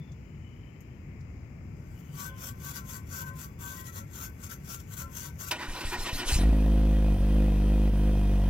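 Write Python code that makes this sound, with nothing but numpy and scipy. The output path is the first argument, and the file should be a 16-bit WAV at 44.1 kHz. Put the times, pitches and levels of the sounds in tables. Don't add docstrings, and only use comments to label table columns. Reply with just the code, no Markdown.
import sys
import numpy as np
from scipy import signal
from scipy.fft import rfft, irfft
from scipy.io import wavfile
from scipy.ndimage import uniform_filter1d

SR = 44100
rng = np.random.default_rng(int(sys.argv[2]) if len(sys.argv) > 2 else 0)


def master_out(mix):
    frames = np.transpose(np.atleast_2d(mix))
    ceiling = np.clip(frames, -1, 1)
    pcm = np.round(ceiling * 32767).astype(np.int16)
    wavfile.write(sys.argv[1], SR, pcm)


def field_ratio(decibels):
    return 10 ** (np.asarray(decibels, dtype=float) / 20)


N = 374409
T = np.arange(N) / SR
HZ = np.maximum(np.fft.rfftfreq(N, 1 / SR), 1)


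# time in seconds, firing rate in Hz, load in dB, bite in dB.
IDLE = [(6.37, 40.3, -2, -4), (6.42, 44.4, -1.5, 2.5), (6.465, 55.33, 4, 0), (6.53, 53, 0.5, 3),
        (6.57, 52.34, -0.5, 0.5), (6.72, 52.56, 0.5, 2.5), (7.0, 52.05, -0.5, 0), (7.27, 51.36, -1.5, -1),
        (7.38, 51.85, 0.5, 3), (7.48, 50.76, -0.5, 2.5), (7.53, 49.95, -1.5, -1), (7.64, 50.03, -1, 0),
        (7.72, 51.5, -0.5, 2), (7.88, 51.6, -1, 2), (7.97, 50.4, -2.5, 0), (8.08, 51.34, -1, 1.5),
        (8.16, 49.55, -2, -1), (8.55, 48.5, -1.5, -3)]
# time in seconds, boom loss in dB, bark loss in dB, length in seconds, speed loss in Hz.
STUMBLES = [
    (6.51, -2.5, 10, 0.007, 0),
    (7.177, 8, 3.5, 0.019, 4),
    (7.914, 1.5, 13.5, 0.013, 1.14),
]
FIRST_FIRING_S, RECOVER_S = 6.387, 0.075
BOOM_DB, BARK_DB, BARK_FOLLOW = -22, -29, 0.31
OVERTONE_DB, OVERTONE_KNEE_HZ, OVERTONE_DB_PER_HZ, OVERTONE_LAG_TURNS = -33, 48.76, 2, 0.035
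PORT_TURN = 0.0066


def engine():
    hz, load_db, bite_db, gate = over_time(IDLE)
    boom_db = BOOM_DB + load_db
    bark_db = BARK_DB + BARK_FOLLOW * load_db
    for s, boom_loss_db, bark_loss_db, length, loss_hz in STUMBLES:
        hz = hz - loss_hz * np.exp(-((T - s) / RECOVER_S) ** 2)
        dip = np.exp(-((T - s) / length) ** 2)
        boom_db = boom_db - boom_loss_db * dip
        bark_db = bark_db - bark_loss_db * dip
    overtone_db = OVERTONE_DB - OVERTONE_DB_PER_HZ * np.maximum(hz - OVERTONE_KNEE_HZ, 0)

    turns = np.cumsum(hz * (1 + 0.001 * walk(20))) / SR
    turns -= turns[int(FIRST_FIRING_S * SR)] % 1
    swing = turns + PORT_TURN * np.array([[1], [-1]])
    boom = np.cos(2 * np.pi * swing) * field_ratio(boom_db + 0.23 * walk(23))
    overtone = np.cos(2 * np.pi * 2 * (swing - OVERTONE_LAG_TURNS))
    boom = boom - overtone * field_ratio(overtone_db + 0.25 * walk(25))

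    barks = bark(turns, bite_db)
    white = ports(GAS_LIKENESS, 0, lag=2.45)
    churn = coloured(white, modes([(60, 60, 0), (250, 220, -12), (690, 24, -12), (515, 30, -18)]))
    pipe = field_ratio(bark_db) * (0.81 * barks + field_ratio(-17.5) * churn)
    return gate * (np.sqrt(2) * boom + pipe + gas(white, turns))


# frequency in Hz, level in dB.
PIPE = [(110, -23.5), (152, -10), (203, -8.5), (245, -18.5), (308, -17.5), (357, -22.5), (410, -38),
        (465, -31), (560, -41), (800, -69.5), (1200, -85)]
# pitch in Hz, width in Hz, level in dB.
PIPE_MODES = [(266, 3.5, -14), (518, 21, -21.5), (616, 6.3, -30), (688, 18.6, -27.5)]
BARK_LAG_S, BITE_HZ = 0.003, 208


def bark(turns, bite_db):
    at = np.nonzero(np.diff(np.floor(turns)))[0]
    timing, strength, snap_strength = rng.standard_normal((3, len(at)))
    late = (timing * 0.00005 * SR).astype(int)
    pulses = np.zeros(N)
    pulses[np.clip(at + late, 0, N - 1)] = field_ratio(0.4 * strength)
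    pulses = shape(pulses, np.exp(1j * np.arctan(HZ / 400)))
    delay = np.exp(-2j * np.pi * HZ * BARK_LAG_S)
    barks = unit(shape(pulses, (field_ratio(over_hz(PIPE)) + modes(PIPE_MODES)) * delay))
    upper = shape(barks, 1 / (1 + (BITE_HZ / HZ) ** 10) / (1 + (HZ / 420) ** 10))
    return barks + upper * (field_ratio(bite_db) - 1) + valve_snaps(at, snap_strength)


# time in seconds, snap level in dB.
HARD_OPENINGS = [(6.432, -26), (6.508, -24), (6.526, -27), (6.584, -33), (6.661, -28), (6.718, -39),
                 (6.756, -38), (7.022, -43), (7.043, -29), (7.083, -25), (7.165, -28), (7.383, -31),
                 (7.48, -30), (7.52, -29), (7.679, -41), (7.738, -34), (7.777, -36), (7.835, -41),
                 (7.875, -35), (8.073, -38), (8.152, -28), (8.397, -35)]
SNAP_LAG_S = 0.0029


def valve_snaps(at, strength):
    lag = int(SNAP_LAG_S * SR)
    snaps = np.zeros(N)
    snaps[at + lag] = field_ratio(strength)
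    for s, db in HARD_OPENINGS:
        nearest = at[np.argmin(abs(at / SR + BARK_LAG_S - s))]
        snaps[nearest + lag] *= field_ratio(db + 45.0)
    return field_ratio(-28.0) * unit(shape(snaps, modes([(640, 460, -1), (670, 120, -7)]) ** 3))


# frequency in Hz, density in dB per Hz.
GAS = [(410, 0), (700, -5.5), (787, -26), (958, -5), (1150, -17), (1940, -14), (2210, -18.5), (2550, -31),
       (2800, -16), (4540, -28.5), (6210, -24), (6800, -69), (8950, -19), (10200, -32), (15900, -28)]
# frequency in Hz, left-right correlation.
GAS_LIKENESS = [(60, 1), (700, 0.97), (1300, 0.99), (2400, 1), (4400, 0.74), (8000, 0.4), (15000, 0.039)]
# pitch in Hz, width in Hz, level in dB.
SHIELDS = [(2475, 116, 11.5), (8530, 150, -12), (15350, 120, -12), (3115, 140, 4.5), (1930, 16, 6.5)]
GAS_DB = -46.5
FLARE_DB, FLARE_S, FLARE_LENGTH_S = 1.5, 8.9, 0.096


def gas(white, turns):
    gas_db = GAS_DB + FLARE_DB * np.exp(-((T - FLARE_S) / FLARE_LENGTH_S) ** 2)
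    rush = coloured(white, field_ratio(over_hz(GAS)))
    rush = rush + field_ratio(-14) * coloured(white, modes(SHIELDS))
    throb = 1 + 0.023 * np.cos(2 * np.pi * (turns - 0.2))
    return patchy(rush, 1.5, 500, 0.04) * throb * field_ratio(gas_db + 1.5 + 0.4 * walk(30))


# frequency in Hz, left-right correlation.
CRANK_LIKENESS = [(60, 1), (700, 1), (1300, 0.95), (2400, 1), (4400, 0.83), (8000, 1), (12000, 1)]
STARTER_ON_S, STARTER_OFF_S, RUN_DOWN_DB_S = 5.508, 6.36, 89


def starter():
    gate = uniform_filter1d(1. * (T > STARTER_ON_S), size=200)
    run_down_db = RUN_DOWN_DB_S * np.maximum(T - STARTER_OFF_S, 0)
    white = ports(CRANK_LIKENESS, 0, lag=2.74 / (1 + (HZ / 8000) ** 4))
    steady = gate * (gear_whirr(white, run_down_db) + air_hiss(white, run_down_db))
    return steady + pinion_blows(white) + knocks_and_squeaks() + pipe_puffs()


# frequency in Hz, density in dB per Hz.
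GEARS = [(88, -53), (150, -49), (230, 3.5), (372, -1), (434, -4), (971, -1), (1410, -7.5), (1890, -4.5),
         (9000, -29), (11700, -51), (19800, -120)]
# pitch in Hz, width in Hz, level in dB.
HOUSING = [(352.5, 12, -5), (977, 15.5, 0), (1457, 9.3, 7), (1870, 28, 0), (2405, 75, -1), (2650, 68, -1),
           (2950, 43, 2.5), (3730, 250, -5), (4500, 27, -13), (4840, 32, -11), (5200, 150, -12),
           (6100, 41, -14)]
# time in seconds, whirr level in dB.
STRAINS = [
    (5.516, -34.5),
    (5.585, -38),
    (5.628, -36.5),
    (5.75, -38),
    (5.835, -38),
    (5.922, -33),
    (6.062, -32.5),
    (6.202, -31.5),
    (6.29, -36.5),
    (6.39, -39),
]
STRAIN_RISE_DB_S, STRAIN_FALL_DB_S, COAST_DB = 600, 101, -43.5


def gear_whirr(white, run_down_db):
    levels = [COAST_DB - run_down_db]
    levels += [swell(s, db, STRAIN_RISE_DB_S, STRAIN_FALL_DB_S) for s, db in STRAINS]
    whirr_db = np.max(levels, axis=0)
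    whirr = coloured(white, field_ratio(over_hz(GEARS)) * (0.38 + modes(HOUSING)))
    return patchy(whirr, 4.05, 300, 0.015) * field_ratio(whirr_db - 2.5 + 1.7 * walk(120))


# frequency in Hz, density in dB per Hz.
JET = [(1760, -12.5), (3000, -0.5), (4620, -1), (9100, -2), (10000, -6), (12000, -4.5), (15900, -17)]
# pitch in Hz, width in Hz, level in dB.
WHINES = [(4020, 43, 3), (5260, 45, 2), (6080, 30, 1), (9250, 16, 1), (2050, 28, 0)]
# time in seconds, held in seconds, hiss level in dB.
HISSES = [
    (5.508, .002, -50),
    (5.7, 0.092, -52.5),
    (5.865, 0.043, -46),
    (6.005, 0.032, -43),
    (6.14, 0.044, -42),
    (6.282, 0.073, -36.5),
]
HISS_RISE_DB_S, HISS_FALL_DB_S, LEAK_DB = 500, 196, -69


def air_hiss(white, run_down_db):
    levels = [LEAK_DB - run_down_db]
    for s, held, db in HISSES:
        rise = swell(s, db, HISS_RISE_DB_S, 0)
        fall = swell(s + held, db, 0, HISS_FALL_DB_S)
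        levels.append(np.minimum(rise, fall))
    hiss_db = np.max(levels, axis=0)
    jet = coloured(white, field_ratio(over_hz(JET)) * (1 + field_ratio(6.0) * modes(WHINES)))
    return patchy(jet, 3.5, 900, 0.03) * field_ratio(hiss_db + 0.3 + 1.1 * walk(80))


# time in seconds, peak in dB, pitch in Hz, held in seconds, t60 in seconds.
BLOWS = [
    (5.51, -18.5, 2590, 0.0097, 0.065),
    (5.585, -35.5, 1050, 0.072, 0.14),
    (5.61, -44, 1970, 0.01, 0.065),
    (5.745, -36, 1030, 0.057, 0.27),
    (5.806, -33, 2330, 0.0087, 0.1),
    (5.918, -31.5, 1870, 0.023, 0.13),
    (6.057, -32, 1870, 0.037, 0.12),
    (6.195, -41, 1870, 0.033, 0.1),
    (6.03, -48, 4050, 0.016, 0.082),
    (6.295, -36.5, 2620, 0.057, 0.18),
]
BLOW_RISE_S = 0.0099


def pinion_blows(white):
    out = 0
    noise = irfft(white, N)
    for s, db, hz, held, t60 in BLOWS:
        rise = np.clip((T - s) / min(BLOW_RISE_S, held / 4), 0, 1)
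        decay = field_ratio(-60 * np.maximum(T - s - held, 0) / t60)
        metal = modes([(hz, 1800, 0), (hz, 60, 7), (964, 70, -2), (1510, 40, 3), (4500, 900, -8)])
        rattle = shape(noise * rise * decay, metal)
        out = out + rattle * field_ratio(db) / abs(rattle).max()
    return out


# time in seconds, peak in dB, pitch in Hz, t60 in seconds.
KNOCKS = [
    (5.52, -34.5, 620, 0.13),
    (5.811, -35.5, 349, 0.11),
    (5.92, -34, 358, 0.23),
    (6.149, -35, 274, 0.11),
    (6.33, -27, 111, .15),
]
# time in seconds, peak in dB, pitch in Hz, t60 in seconds.
SQUEAKS = [
    (5.61, -33.5, 1980, .1),
    (5.76, -39.5, 4040, 0.13),
    (5.85, -41, 4660, .1),
    (6.0, -42, 5250, 0.17),
    (6.025, -39, 4170, .1),
    (6.19, -39, 5200, 0.11),
    (6.21, -33, 1870, .1),
    (6.285, -45, 4000, .1),
    (6.35, -42, 4050, .08),
]


def knocks_and_squeaks():
    out = 0
    for s, db, hz, t60 in KNOCKS + SQUEAKS:
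        since = np.maximum(T - s, 0)
        level = field_ratio(db - 60 * since / t60) * np.minimum(since / 0.0053, 1)
        out = out + level * np.sin(2 * np.pi * hz * since)
    return out


# time in seconds, peak in dB, push in seconds, ring in Hz.
PUFFS = [
    (5.687, -29, 0.003, 23.5),
    (5.853, -24.5, 0.0017, 22.3),
    (5.991, -28, 0.0036, 22.8),
    (6.131, -23, 0.0011, 22.1),
    (6.268, -26.5, 0.0044, 22.3),
    (7.2, -37, 0.0099, 22),
    (6.324, -21.5, 0.0032, 62),
    (6.36, -17, 0.0018, 60),
]


def pipe_puffs():
    out = 0
    for s, db, push, ring_hz in PUFFS:
        build = np.exp(-abs(T - s) / np.where(T < s, push, 0.81 * push))
        build -= 0.45 * np.roll(build, int(0.56 / ring_hz * SR))
        puff = shape(build, modes([(ring_hz, 0.66 * ring_hz, 0), (75, 60, -14)]))
        out = out + puff * field_ratio(db) / puff.max()
    return out


# frequency in Hz, density in dB per Hz.
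WOOL = [(290, -64), (500, -12.5), (795, -20), (932, -9.5), (1140, -8.5), (1260, -13), (1500, -2.5),
        (1690, -16), (3280, -16), (5070, -19.5), (6390, -7), (7820, -17), (8660, -21), (12100, -10.5),
        (15900, -15.5)]
# pitch in Hz, width in Hz, level in dB (all sound alike here).
SHELL = [(3330, 15, -6), (3510, 10, -11), (4710, 130, -11), (5490, 88, -6), (6400, 18, -2), (7210, 130, -4),
         (7570, 120, -5), (7570, 120, 0), (7070, 18, -8), (7880, 110, -9.5), (9100, 320, -11),
         (10000, 22, -6), (11700, 190, -8), (12200, 300, -3), (13700, 43, -7), (14400, 16, -7),
         (14600, 34, -7), (15000, 300, -6)]
# time in seconds, loss in dB, length in seconds.
CATCHES = [
    (3.581, 15, 0.036),
    (4.49, 10, 0.015),
    (4.963, 10, 0.018),
    (5.379, 13.5, 0.046),
]


def scrub():
    rasp_db = pushes()
    for s, loss_db, length in CATCHES:
        side = np.where(T < s, length, 0.3 * length)
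        rasp_db = rasp_db - loss_db * np.exp(-((T - s) / side) ** 2)
    lag = -14 / (1 + (HZ / 5500) ** 4)
    white = ports([(500, .6), (2000, .5), (5000, .35), (15000, .75)], over_hz(LEAN), lag)
    snags = field_ratio(1.3 * walk(90) + 2.0 * walk(500))
    shell = modes([(hz, min(width, 80), -1.5) for hz, width, _ in SHELL])
    rasp = coloured(white, field_ratio(over_hz(WOOL)) * (0.51 + shell))
    return patchy(rasp, 3.35, 200, 0.062) * field_ratio(rasp_db) * snags + rim_ring(white, rasp_db)


# full contact in seconds, held in seconds, rasp level in dB.
PUSHES = [(1.99, 0.019, -62), (2.196, 0.072, -43), (2.426, 0.068, -43.5), (2.652, 0.064, -42.5),
          (2.768, .0084, -39.5), (2.903, 0.068, -44.5), (3.134, .089, -43), (3.28, .006, -49.5),
          (3.409, 0.037, -44.5), (3.622, .19, -45.5), (3.872, 0.013, -47), (3.967, .027, -45),
          (4.16, 0.042, -46.5), (4.214, .045, -43.5), (4.44, .039, -48), (4.505, 0.025, -43.5),
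          (4.706, 0.046, -42), (4.8, 0.005, -51.5), (4.944, .078, -43), (5.165, 0.11, -42.5),
          (5.397, .05, -43), (5.491, .02, -40)]
PRESS_DB_S, LIFT_DB_S, TIRE_DB_S = 290, 439, 13
RESTING_DB, RESTING_S = -67.5, 1.94


def pushes():
    rasp_db = swell(RESTING_S, RESTING_DB, 66, 0)
    for s, held, db in PUSHES:
        lift_db = LIFT_DB_S * np.maximum(T - s - held, 0)
        rasp_db = np.maximum(rasp_db, swell(s, db, PRESS_DB_S, TIRE_DB_S) - lift_db)
    return rasp_db


# (start in seconds, held in seconds, ring level in dB).
TIP_MODES = [
    ((1530, 23, -69), [(2.19, .03, -58), (2.26, 0.044, -50), (2.45, 0.079, -60), (2.65, 0.043, -53.5), (2.735, 0.049, -50.5), (2.94, .02, -53.5), (3.18, 0.11, -46.5), (3.44, 0.012, -54), (3.655, 0.083, -50.5), (3.78, .04, -60), (4.265, 0.016, -55), (4.7, .06, -66), (4.93, .05, -67), (5.225, 0.023, -54), (5.285, 0.014, -57), (5.43, 0.078, -55)]),
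    ((1350, 19, -71), [(2.8, .01, -58), (3.88, .01, -59), (3.97, 0.035, -51.5), (4.19, 0.026, -56), (4.52, .02, -54.5), (4.71, 0.06, -57.5), (5.035, 0.02, -51), (5.46, .04, -56)]),
    ((1930, 33, -72), [(2.94, .015, -62), (3.29, .02, -63), (3.78, .03, -56.5), (3.88, 0.0092, -55), (3.975, .015, -59)]),
    ((3380, 24, -77.5), [(2.22, 0.084, -63), (2.68, .08, -61)]),
    ((553, 9.4, -76), [(2.3, .03, -66), (3.3, .03, -62), (3.99, .02, -60), (5.02, .03, -62)]),
             ((1135, 22, -74), [(2.195, .035, -50.5), (2.47, .04, -63), (2.655, .04, -56.5), (2.77, .015, -57), (2.955, .03, -61), (3.125, .02, -56), (3.275, .03, -60), (3.445, .02, -60), (3.62, .04, -61), (3.715, .02, -54.5), (4.23, .04, -64), (5.41, .07, -63)]),
    ((1040, 4.6, -82), [(2.19, .05, -62), (2.29, .1, -58.5), (2.46, .14, -68), (2.67, .05, -63), (2.78, .18, -60), (3.17, 0.21, -58), (3.62, .08, -62), (3.73, .11, -58), (4.98, .08, -62), (5.42, .06, -63)]),
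    ((958, 14, -76), [(2.2, .03, -61), (2.68, .02, -58), (3.215, .015, -57), (3.625, .04, -59), (5.25, .03, -63)]),
]
RING_FOLLOW, RING_RISE_DB_S, RING_FALL_DB_S = 0.45, 350, 402


def rim_ring(white, rasp_db):
    out = 0
    for (hz, width, idle_db), moments in TIP_MODES:
        ring_db = idle_db + RING_FOLLOW * (rasp_db + 47.5)
        for s, held, db in moments:
            fall_db = RING_FALL_DB_S * np.maximum(T - s - held, 0)
            ring_db = np.maximum(ring_db, swell(s, db, RING_RISE_DB_S, 0) - fall_db)
        out = out + sing(white, (hz, width, 0), ring_db + 2.0)
    return out


STEADY_S, STEADINESS = 0.004, 0.7


def sing(white, mode, db):
    hz, width, _ = mode
    response = modes([mode])
    ring = irfft(white * response, N)
    strength = uniform_filter1d(np.mean(ring ** 2, axis=0), int(STEADY_S * SR))
    drive = ring * (strength / strength.mean() + 0.02) ** (-STEADINESS / 2)
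    lead = np.std(irfft(white.mean(0) * response, N))
    return shape(drive * field_ratio(db), modes([(hz, 1.9 * width, 0)])) / lead


# time in seconds, peak in dB, pitch in Hz, width in Hz.
CREAKS = [
    (0.119, -67, 6300, 1500),
    (0.118, -73, 4500, 2500),
    (0.806, -65, 13000, 2800),
    (0.806, -67, 6500, 2000),
    (1.2077, -69, 5400, 2700),
]


def hand_creaks():
    out = 0
    for s, db, hz, width in CREAKS:
        burst = rng.standard_normal((2, N)) * (T > s) * np.exp(-np.maximum(T - s, 0) / 0.011)
        burst = shape(burst, modes([(hz, width, 0)]) ** 2)
        out = out + burst * field_ratio(db + 13.0) / abs(burst).max() * np.array([[1.5], [0.5]])
    return out


# time in seconds, level in dB.
TRUCK_REVS = [
    (0.01, -37),
    (1.232, -40.5),
    (1.63, -48),
    (2.14, -35.5),
    (2.7, -38),
    (3.298, -40),
    (4.805, -39.5),
    (5.39, -42),
]
TRUCK_HZ, TRUCK_DB, TRUCK_SWELL_DB_S = 146.5, -52, 44


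def truck():
    revs_db = [swell(s, db, TRUCK_SWELL_DB_S, TRUCK_SWELL_DB_S) for s, db in TRUCK_REVS]
    level_db = np.maximum(np.max(revs_db, axis=0), TRUCK_DB)
    drone = tone(np.full(N, TRUCK_HZ), level_db, 0.7, 14.0)
    return drone * field_ratio(-3.0 + np.array([[1.2], [-1.2]]))


# time in seconds, pitch in Hz, level in dB.
WHISTLE = [
    [(0, 3500, -72), (.11, 3470, -75), (.17, 3460, -82)],
    [(.14, 2880, -77), (.3, 2960, -74), (.55, 2990, -69.5), (.9, 3060, -78), (1.1, 3120, -100)],
    [(1.85, 2710, -92), (1.97, 2930, -74), (2.2, 3050, -70), (2.4, 3050, -70)],
]


def insect():
    calls = [tone(*over_time(call), spread_hz) for call, spread_hz in zip(WHISTLE, (45, 90, 140))]
    return sum(calls) * np.array([[1.7], [0.3]])


# frequency in Hz, density in dB per Hz.
STREET = [(15, -60), (25, -49), (40, -11), (82, -1.5), (224, -12.5), (305, -20), (362, -21), (537, -30),
          (671, -34), (1500, -40.5), (1950, -71), (3300, -120)]
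# frequency in Hz, density in dB per Hz.
AIR = [(880, -37), (1500, -27), (1740, -7), (1900, -6), (2200, -0.5), (2820, -10.5), (3540, -26.5),
       (4490, -23.5), (4630, -27), (4910, -14.5), (5580, -22), (7430, -18), (8280, -42), (11100, -30.5),
       (15900, -26.5)]
# frequency in Hz, left-right correlation.
LIKENESS = [(60, 0.96), (130, 0.99), (290, 0.9), (640, 0.23), (1410, -0.41), (3100, 0.57), (6820, -1),
            (15000, -0.02)]
# frequency in Hz, left minus right in dB.
LEAN = [(60, 0), (110, 3.5), (200, 2), (380, 3.5), (700, 2.5), (1290, 9), (2380, 24), (4400, 6),
        (8120, 15.5), (15000, -1)]
STREET_DB, AIR_DB = -43, -65.5


def street():
    white = ports(LIKENESS, over_hz(LEAN), lag=-10.5)
    rumble = coloured(white, field_ratio(over_hz(STREET))) * field_ratio(STREET_DB - 1.2 + 0.9 * walk(4))
    hiss = patchy(coloured(white, field_ratio(over_hz(AIR))), 0.96, 700, 0.16) * field_ratio(AIR_DB)
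    return rumble + hiss


def yard():
    return coloured(ports(GAS_LIKENESS, 0, lag=2), field_ratio(over_hz(STREET))) * field_ratio(-49.0)


def unit(x):
    return x / np.sqrt(np.mean(x ** 2))


def over_hz(table):
    hz, value = np.transpose(table)
    return np.interp(np.log(HZ), np.log(hz), value)


def over_time(table):
    s, *columns = np.transpose(table)
    gate = uniform_filter1d(1. * (T > s[0]) * (T < s[-1]), size=200)
    return [np.interp(T, s, c) for c in columns] + [gate]


def swell(s, db, rise_db_s, fall_db_s):
    return db - rise_db_s * np.maximum(s - T, 0) - fall_db_s * np.maximum(T - s, 0)


def shape(x, gain):
    return irfft(rfft(x) * gain, N)


def modes(table):
    return sum(field_ratio(db) / (1 + 1j * (HZ - hz ** 2 / HZ) / width) for hz, width, db in table)


def walk(rate):
    k = int(SR / rate)
    steps = np.repeat(rng.standard_normal(N // k + 1), k)
    return 0.85 * uniform_filter1d(uniform_filter1d(steps, k), k)[:N]


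def ports(likeness, lean_db, lag):
    share = np.clip(over_hz(likeness), 0, 1)
    both, left, right = rfft(rng.standard_normal((3, N)))
    delay = np.exp(-2j * np.pi * HZ * lag / SR)
    left = np.sqrt(share) * both * delay + np.sqrt(1 - share) * left
    right = np.sqrt(share) * both + np.sqrt(1 - share) * right
    a, b = field_ratio(lean_db / 2), field_ratio(-lean_db / 2)
    return np.array([a * left, b * right]) * 2 / np.sqrt(a * a + b * b + 2 * share)


def coloured(white, gain):
    x = irfft(white * gain, N)
    return x / np.sqrt(np.mean(x.mean(0) ** 2))


def patchy(x, db, width_hz, hold_s):
    _, _, z = signal.stft(x, nperseg=256)
    field = rng.standard_normal(z.shape[-2:])
    for axis, size in enumerate((width_hz * 256 / SR, hold_s * SR / 128)):
        size = max(int(size), 1)
        field = uniform_filter1d(uniform_filter1d(field, size, axis), size, axis)
    y = signal.istft(z * field_ratio(db * unit(field)), nperseg=256)[1][..., :N]
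    return y * np.std(x) / np.std(y)


def tone(hz, db, gate, spread_hz):
    wobble = unit(shape(rng.standard_normal(N), 1 / (1 + (HZ / spread_hz) ** 2)))
    return np.sqrt(2) * wobble * np.sin(2 * np.pi * np.cumsum(hz) / SR) * field_ratio(db) * gate


CHANGE_S = 5.505


def scene():
    before = np.clip((CHANGE_S - T) / 0.044 + 0.5, 0, 1)
    close_up = scrub() + hand_creaks() + truck() + insect() + street()
    return engine() + starter() + before * close_up + (1 - before) * yard()


def top_cut(x):
    return signal.sosfilt(signal.butter(12, 15900, fs=SR, output="sos"), x)


def record(dry):
    mix = shape(dry, HZ < 15830)
    return top_cut(mix)


dry = scene()
out = record(dry)
master_out(out)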